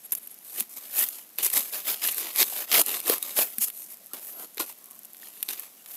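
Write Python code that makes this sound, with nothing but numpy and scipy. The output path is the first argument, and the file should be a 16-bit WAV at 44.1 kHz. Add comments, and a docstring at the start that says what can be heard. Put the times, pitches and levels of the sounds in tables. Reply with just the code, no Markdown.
"""Outdoors, close up: dry banana leaf sheaths are pulled off the stem by hand.
Each pull builds, rips and lets go; a swarm of breaking fibres ticks, shakes the papery sheet and
makes its curled hollow rumble. Ribs snap singly, folds pop over, the stem takes dull knocks.
A knife brushes the sheath at the start and rings thinly. Between pulls the loose sheath rustles,
ticks and once squeaks. Far behind: faint chirps and the murmur of open air."""
import sys
import numpy as np
from scipy import signal
from scipy.fft import rfft, irfft
from scipy.io import wavfile
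from scipy.ndimage import uniform_filter1d

SR = 44100
rng = np.random.default_rng(int(sys.argv[2]) if len(sys.argv) > 2 else 0)


def to_wav(s):
    """Save 16-bit WAV."""
    ch = np.atleast_2d(s).T  # columns
    pcm = np.round(np.clip(ch, -1, 1) * 32767)  # PCM
    wavfile.write(sys.argv[1], SR, pcm.astype(np.int16))


N = 262836

# fibre tick spectrum: (frequency [Hz], relative level [dB])
FIBRE_SPECTRUM = [(3000, -45.5), (5500, -13), (9500, -6), (11000, -0.5), (12000, 3), (13000, -2),
                  (14200, -3.5), (15500, -13)]
# sheet crackle spectrum: (frequency [Hz], relative level [dB])
SHEET_SPECTRUM = [(110, -48.5), (500, -11), (1300, -6.5), (1600, -3), (2100, 0), (2900, 1), (3300, -0.5),
                  (4200, 2), (5500, -2.5), (7500, -4.5), (12000, -17)]


def fractures(fibre_db, rate_hz, ref_db, crowding, spread_db, clump_db, catch_db):
    """Impulses of breaking fibres: denser under a harder pull, a few much thicker than the rest."""
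    pulled_rate_hz = rate_hz * from_db(crowding * (fibre_db - ref_db))
    breaks = rng.random(N) < pulled_rate_hz / SR
    thickness = np.minimum(rng.exponential(1, N), 4)
    grip_db = clump_db * wander(300) + catch_db * wander(70)   # the tear catches and gives way
    return breaks * rng.choice([-1, 1], N) * from_db(spread_db * thickness + grip_db)


def tearing(cracks, level_db, spectrum, ring_s, ring_db, even_s, rub_db, spots=14):
    """The tear travels over spots with their own resonances; rubbing layers add a fine hiss."""
    travel = np.arange(N) / SR * 17 + .6 * rng.standard_normal(N)   # 17 spots per second
    spot = np.floor(travel) % spots
    crackle = np.zeros(N)
    for k in range(spots):
        stiffness = np.exp(.05 * rng.standard_normal())   # stiffer rings higher
        click = click_of(np.array(spectrum) * [stiffness, 1])
        response = through(spot_response(ring_s, ring_db, scatter_db=-7), click)
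        crackle += through(cracks * (spot == k), response)
    rub = np.sqrt(smooth(cracks ** 2, 0.014)) * through(rng.standard_normal(N), click_of(spectrum))
    crackle += from_db(rub_db) * rub
    # level_db sets the mean power; single fractures still stand out
    return from_db(level_db) * crackle / np.sqrt(smooth(crackle ** 2, even_s) + 1e-12)


def handling():
    """Fibre, sheet and hollow levels in dB: the powers of holding, rustling and pulling add."""
    # ripping pulls: (rip start [s], build [s], hold [s], release [s], fibre [dB], sheet [dB], hollow [dB])
    pulls = [(0.599, 0.09, 0.0039, 0.043, -29.5, -41, -47), (0.983, 0.072, 0.048, 0.052, -22.5, -35, -45),
             (1.433, 0.024, 0.027, 0.048, -23, -34, -44), (1.563, 0.058, 0.0095, 0.081, -21, -31, -40.5),
             (1.726, 0.0069, 0.052, 0.083, -32, -40, -48), (1.882, 0.051, 0.035, 0.073, -26, -33.5, -42.5),
             (2.042, 0.046, 0.032, 0.09, -25.5, -31.5, -46), (2.39, 0.037, 0.034, 0.025, -20, -25.5, -43),
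             (2.745, 0.053, 0.046, 0.026, -20, -24.5, -32), (2.795, 0.025, 0.02, 0.017, -19, -34, -33),
             (2.88, 0.051, 0.081, 0.084, -30, -36.5, -43.5),
             (3.08, 0.045, 0.059, 0.051, -24.5, -33.5, -34.5),
             (3.375, 0.028, 0.048, 0.055, -21.5, -32.5, -37.5), (3.618, 0.022, 0.026, 0.024, -22, -39, -55),
             (4.136, 0.0055, 0.0094, 0.13, -39.5, -47, -47.5), (4.399, 0.14, 0.048, 0.029, -42, -54.5, -49),
             (4.598, 0.0078, 0.0083, 0.054, -27.5, -36, -37.5),
             (5.486, 0.006, 0.045, 0.028, -33.5, -40.5, -51)]
    # bends of loose sheath: (middle [s], length [s], fibre [dB], sheet [dB])
    rustles = [(0.525, 0.13, -44, -59), (0.727, 0.038, -43, -58.5), (0.776, 0.026, -37.5, -48.5),
               (0.854, 0.094, -44, -52.5), (1.128, 0.14, -41, -52), (1.398, 0.027, -35, -39),
               (1.537, 0.0084, -21.5, -39), (1.644, 0.15, -39, -50.5), (2.119, 0.013, -27, -46),
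               (2.191, 0.047, -29.5, -42), (2.256, 0.091, -36, -40), (2.46, 0.2, -33.5, -44.5),
               (2.592, 0.078, -32, -39.5), (3.28, 0.1, -36.5, -44.5), (3.513, 0.11, -42, -54),
               (3.68, 0.022, -32, -48), (3.798, 0.1, -40, -58), (3.919, 0.044, -41, -58.5),
               (4.274, 0.089, -39.5, -56), (4.695, 0.052, -42, -52.5), (5.253, 0.081, -46, -55),
               (5.42, 0.15, -46.5, -57), (5.596, 0.11, -43, -51), (5.95, 0.1, -40, -53)]
    held_fibre_db, held_sheet_db, hollow_re_sheet_db = -53.5, -69.5, -7
    slack = from_db([[held_fibre_db], [held_sheet_db]]) ** 2
    for middle_s, length_s, *levels_db in rustles:
        slack = slack + np.outer(from_db(levels_db) ** 2, swell(middle_s, length_s))
    power = np.vstack([slack, slack[1] * from_db(hollow_re_sheet_db) ** 2])
    for start_s, build_s, hold_s, release_s, *levels_db in pulls:
        power += np.outer(from_db(levels_db) ** 2, pull_shape(start_s, build_s, hold_s, release_s))
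    return 10 * np.log10(power)


def pull_shape(start_s, build_s, hold_s, release_s, ramp_db=19.5):
    """Power envelope, peak 1: tension builds exponentially, holds during the rip, dies away."""
    t = np.arange(N) / SR
    early_s, late_s = np.maximum(start_s - t, 0), np.maximum(t - start_s - hold_s, 0)
    drop_db = ramp_db * (early_s / build_s + late_s / release_s)
    return from_db(-np.minimum(drop_db, 120)) ** 2


def spot_response(ring_s, ring_db, scatter_db, scatter_s=0.0072, size=2048):
    """One spot of sheath: impulse, brief ringing, scatter from stem and litter."""
    t = np.arange(size) / SR
    ringing, scatter = rng.standard_normal((2, size))
    response = from_db(ring_db) * unit_energy(ringing * np.exp(-t / ring_s))
    response += from_db(scatter_db) * unit_energy(scatter * np.exp(-t / scatter_s))
    response[0] += 1
    return unit_energy(response)


def rib_snaps(tail_db, tail_s, size=2048):
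    """A rib cracks in one sharp spike; the sheath shivers on briefly."""
    # breaking ribs: (time [s], fibre energy [dB], sheet energy [dB])
    snaps = [(0.1217, 4, -19), (0.1512, -1.5, -20), (0.6, 0.5, -25), (0.6061, 3, -9), (0.9915, 5, -18),
             (1.038, 0, -13), (1.0876, -2, -19.5), (1.3857, 0, -9.5), (1.431, -4, -19), (1.4476, 4, -18),
             (1.45, 0, -11), (1.4645, 4, -19), (1.5012, -2.5, -14), (1.57, -9, -6.5), (1.577, 5, -10),
             (2.075, 2, -16), (2.1454, -4, -18), (2.1821, -3, -11.5), (2.3606, 1, -9), (2.4036, 4, -2),
             (2.4286, 5, 3.5), (2.7163, -3, 2), (2.7247, -0.5, -21), (2.7283, 3, 0), (2.742, 2, 0),
             (2.7535, 5, -5), (2.816, 2, -9), (2.8625, 0, -20), (2.8838, -3.5, -20), (3.0024, -3.5, -15),
             (3.0982, 7.5, -0.5), (3.182, -6.5, -23), (3.2272, 0.5, -17), (3.368, -12, -14),
             (3.3893, 2, -2), (3.5838, 1, -14), (3.701, -9, -18), (4.1344, -7, -21), (4.573, -12, -21),
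             (4.581, -12, -9), (4.601, -17, -7), (4.611, -7, -10), (4.697, -18, -29), (4.8422, -19, -39),
             (4.9103, -16.5, -34), (4.947, -26, -42), (5.049, -17, -32), (5.147, -23, -27.5),
             (5.4284, 2, -9), (5.488, -7, -7.5), (5.596, -5.5, -25), (5.861, -23, -23)]
    out, t = np.zeros(N), np.arange(size) / SR
    clicks = [click_of(FIBRE_SPECTRUM), click_of(SHEET_SPECTRUM)]
    for time_s, *energies_db in snaps:
        crack = spot_response(ring_s=.0006, ring_db=-5, scatter_db=-14)
        crack += from_db(tail_db) * unit_energy(rng.standard_normal(size) * np.exp(-t / tail_s))
        for energy_db, click in zip(energies_db, clicks):
            add(out, time_s, from_db(energy_db) * unit_energy(through(crack, click)))
    return out


def fold_pops(sheet_db, rate_hz, over_db, low_hz, high_hz, t60_s):
    """Folds pop over and ring: a few stiff ones, many small ones that follow the sheet level."""
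    # stiff folds: (time [s], level [dB], pitch [Hz])
    folds = [(2.755, -14, 2120), (3.2268, -25, 3820), (4.602, -28, 3960), (5.231, -37.5, 1850)]
    out = np.zeros(N)
    for time_s, level_db, hz in folds:
        add(out, time_s, from_db(level_db) * mode(hz, t60_s))
    for when, stiffness, strength in rng.random((int(rate_hz * N / SR), 3)):
        pop = mode(low_hz * (high_hz / low_hz) ** stiffness, t60_s * .5 ** stiffness)
        add(out, when * N / SR, from_db(sheet_db[int(when * N)] + over_db) * strength * pop)
    return out


def stem_knocks(contact_s, highpass_hz, size=8192):
    """A soft contact rings one damped mode of the hollow stem, too light to radiate much bass."""
    # sheath and stalks hitting the stem: (time [s], drive [dB], pitch [Hz], t60 [s])
    knocks = [(0.61, -35, 230, 0.052), (2.408, -27, 383, 0.086), (2.524, -25.5, 770, 0.016),
              (2.794, -10.5, 670, 0.018), (3.0981, -6.5, 442, 0.019), (3.3894, -4.5, 587, 0.0076),
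              (3.58, -33, 218, 0.077), (4.137, -27, 308, 0.0097), (4.573, -33, 424, 0.028),
              (4.6, -21, 1054, 0.031), (4.604, -32, 1420, 0.082), (4.603, -22, 330, 0.029),
              (4.697, -33, 960, 0.017)]
    out, t = np.zeros(N), np.arange(size) / SR
    attack = 1 - np.exp(-t / contact_s)
    for time_s, drive_db, hz, t60_s in knocks:
        add(out, time_s, from_db(drive_db) * mode(hz, t60_s) * attack)
    return signal.sosfilt(signal.butter(2, highpass_hz, "high", fs=SR, output="sos"), out)


def knife(cracks, t60_s, tick_db):
    """Steel scrapes dry fibres: each catch ticks and rings the blade's high modes."""
    # blade strokes: (middle [s], length [s], level [dB])
    scrapes = [(0.052, 0.021, -39), (0.129, 0.012, -22.5), (0.151, 0.005, -32), (0.177, 0.013, -31.5),
               (0.238, 0.037, -42.5), (0.274, 0.0037, -31), (0.318, 0.022, -41.5)]
    # blade modes: (frequency [Hz], relative level [dB])
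    blade_modes = [(3750, -19.5), (8860, -8), (10000, 1), (11380, 6), (11730, 9), (12720, -2), (13800, -8)]
    ringing = unit_energy(sum(from_db(db) * mode(hz, t60_s) for hz, db in blade_modes))
    grit = cracks + np.std(cracks) * rng.standard_normal(N)
    power = sum(from_db(db) ** 2 * swell(middle_s, length_s) for middle_s, length_s, db in scrapes)
    contact = grit / np.std(grit) * np.sqrt(power)
    return through(contact, ringing) + from_db(tick_db) * through(contact, click_of(FIBRE_SPECTRUM))


def edge_ticks(rate_hz, top_db, range_db):
    """Dry edges of the held sheath catch and let go in lone, faint ticks."""
    out, click = np.zeros(N), click_of(FIBRE_SPECTRUM)
    for when, weakness in rng.random((int(rate_hz * N / SR), 2)):
        tick = through(spot_response(ring_s=.0005, ring_db=0, scatter_db=-14), click)
        add(out, when * N / SR, from_db(top_db - range_db * weakness) * tick)
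    return out


def squeak(middle_s, length_s, pitch_hz, blur_hz, level_db):
    """Two smooth faces of sheath slide with a thin, unsteady tone."""
    phase = 2 * np.pi * np.cumsum(pitch_hz + blur_hz * wander(1500)) / SR
    return from_db(level_db) * np.sqrt(2 * swell(middle_s, length_s)) * np.sin(phase)


def far_chirps(blur_hz, fall):
    """Short falling calls, blurred in pitch and broken up by distance."""
    # distant calls: (middle [s], length [s], pitch [Hz], level [dB])
    chirps = [(3.983, 0.18, 611, -63), (4.139, 0.05, 1280, -51.5), (4.41, 0.011, 1280, -50),
              (4.89, 0.21, 1087, -62.5), (5.8, 0.038, 2830, -60)]
    out, t = np.zeros(N), np.arange(N) / SR
    for middle_s, length_s, hz, level_db in chirps:
        progress = np.clip(2 * (t - middle_s) / length_s, -3, 3)
        phase = 2 * np.pi * np.cumsum(hz * (1 - fall * progress) + blur_hz * wander(400)) / SR
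        flutter = wander(220)
        out += from_db(level_db) * np.sqrt(2) * flutter * np.sin(phase) * np.exp(-progress ** 2)
    return out


def open_air(level_db):
    """Steady distant murmur: coloured noise."""
    # outdoor background spectrum: (frequency [Hz], relative level [dB])
    air_spectrum = [(90, -15.5), (210, 1), (400, -4.5), (520, -6), (680, -2.5), (900, -7.5), (1500, -9),
                    (5000, -9.5), (15000, -9.5)]
    return from_db(level_db) * through(rng.standard_normal(N), click_of(air_spectrum))


def click_of(spectrum, size=2048):
    """Minimum-phase click with the given spectrum, energy 1."""
    hz, db = np.transpose(spectrum)
    grid_hz = np.maximum(np.fft.rfftfreq(size, 1 / SR), 1)
    magnitude = from_db(np.interp(np.log(grid_hz), np.log(hz), db))
    cepstrum = irfft(np.log(magnitude))
    return unit_energy(irfft(np.exp(rfft(2 * cepstrum[:size // 2], size))))


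def mode(hz, t60_s, size=8192):
    """Struck resonance: a decaying sine."""
    t = np.arange(size) / SR
    return np.sin(2 * np.pi * hz * t) * np.exp(-np.log(1000) * t / t60_s)


def swell(middle_s, length_s):
    """Steep-sided power envelope, peak 1, above half for length_s."""
    distance = np.abs(2 * (np.arange(N) / SR - middle_s) / length_s)
    return .5 ** np.minimum(distance ** 3, 40)


def wander(rate_hz):
    """Random curve, rate_hz new values a second, spread about 1."""
    steps = np.arange(N) / SR * rate_hz
    return np.interp(steps, np.arange(N), rng.standard_normal(N))


def smooth(power, width_s):
    """Triangular moving average."""
    width = max(int(width_s * SR), 2)
    return np.abs(uniform_filter1d(uniform_filter1d(power, width), width))


def through(x, response):
    """Convolve, keeping the length."""
    return signal.oaconvolve(x, response)[:len(x)]


def add(out, time_s, sound):
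    """Mix in at time_s."""
    start = int(np.clip(round(time_s * SR), 0, N - 1))
    out[start:start + len(sound)] += sound[:N - start]


def unit_energy(x):
    """Scale to a sum of squares of 1."""
    return x / np.sqrt(np.sum(x ** 2) + 1e-20)


def from_db(db):
    """Decibels to gain."""
    return 10 ** (np.asarray(db) / 20)


def scene():
    """One swarm of fractures drives fibre, sheet and hollow; the other sources add on top. Mono."""
    # rumble spectrum of the curled sheath: (frequency [Hz], relative level [dB])
    hollow_spectrum = [(105, -58), (180, -4.5), (330, 4), (520, 1), (720, 1.5), (900, -1), (1300, -2.5),
                       (2500, -18)]
    fibre_db, sheet_db, hollow_db = handling()
    cracks = fractures(fibre_db, rate_hz=2600, ref_db=-30, crowding=0.37,
                       spread_db=1.5, clump_db=2, catch_db=0.5)
    jolts = cracks * np.abs(cracks) ** .85   # thick fibres shake the sheet most
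    fibre = tearing(cracks, fibre_db, FIBRE_SPECTRUM, ring_s=.0013, ring_db=5, even_s=.022, rub_db=-6)
    sheet = tearing(jolts, sheet_db, SHEET_SPECTRUM, ring_s=.0016, ring_db=3, even_s=.045, rub_db=-14)
    hollow = tearing(cracks, hollow_db, hollow_spectrum, ring_s=.0041, ring_db=1, even_s=.042, rub_db=-7)
    pops = fold_pops(sheet_db, rate_hz=90, over_db=9.5, low_hz=1750, high_hz=8500, t60_s=.018)
    edges = edge_ticks(rate_hz=24, top_db=-19, range_db=10)
    air = open_air(level_db=-56.3)
    ribs = rib_snaps(tail_db=-2, tail_s=.0035)
    stem = stem_knocks(contact_s=.0012, highpass_hz=182)
    blade = knife(cracks, t60_s=.012, tick_db=-6)
    calls = far_chirps(blur_hz=64.8, fall=0.016)
    slide = squeak(middle_s=4.38, length_s=0.13, pitch_hz=11500, blur_hz=150, level_db=-45)
    return (fibre + sheet + hollow + ribs + pops + stem + blade + edges + slide + calls + air)[None]


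def record(dry, highpass_hz=135, lowpass_hz=15550):
    """The small microphone loses deep bass; the top is cut steeply."""
    thin = signal.sosfilt(signal.butter(3, highpass_hz, "high", fs=SR, output="sos"), dry)
    return signal.sosfilt(signal.ellip(10, .3, 80, lowpass_hz, fs=SR, output="sos"), thin)


dry = scene()
out = record(dry)
to_wav(out)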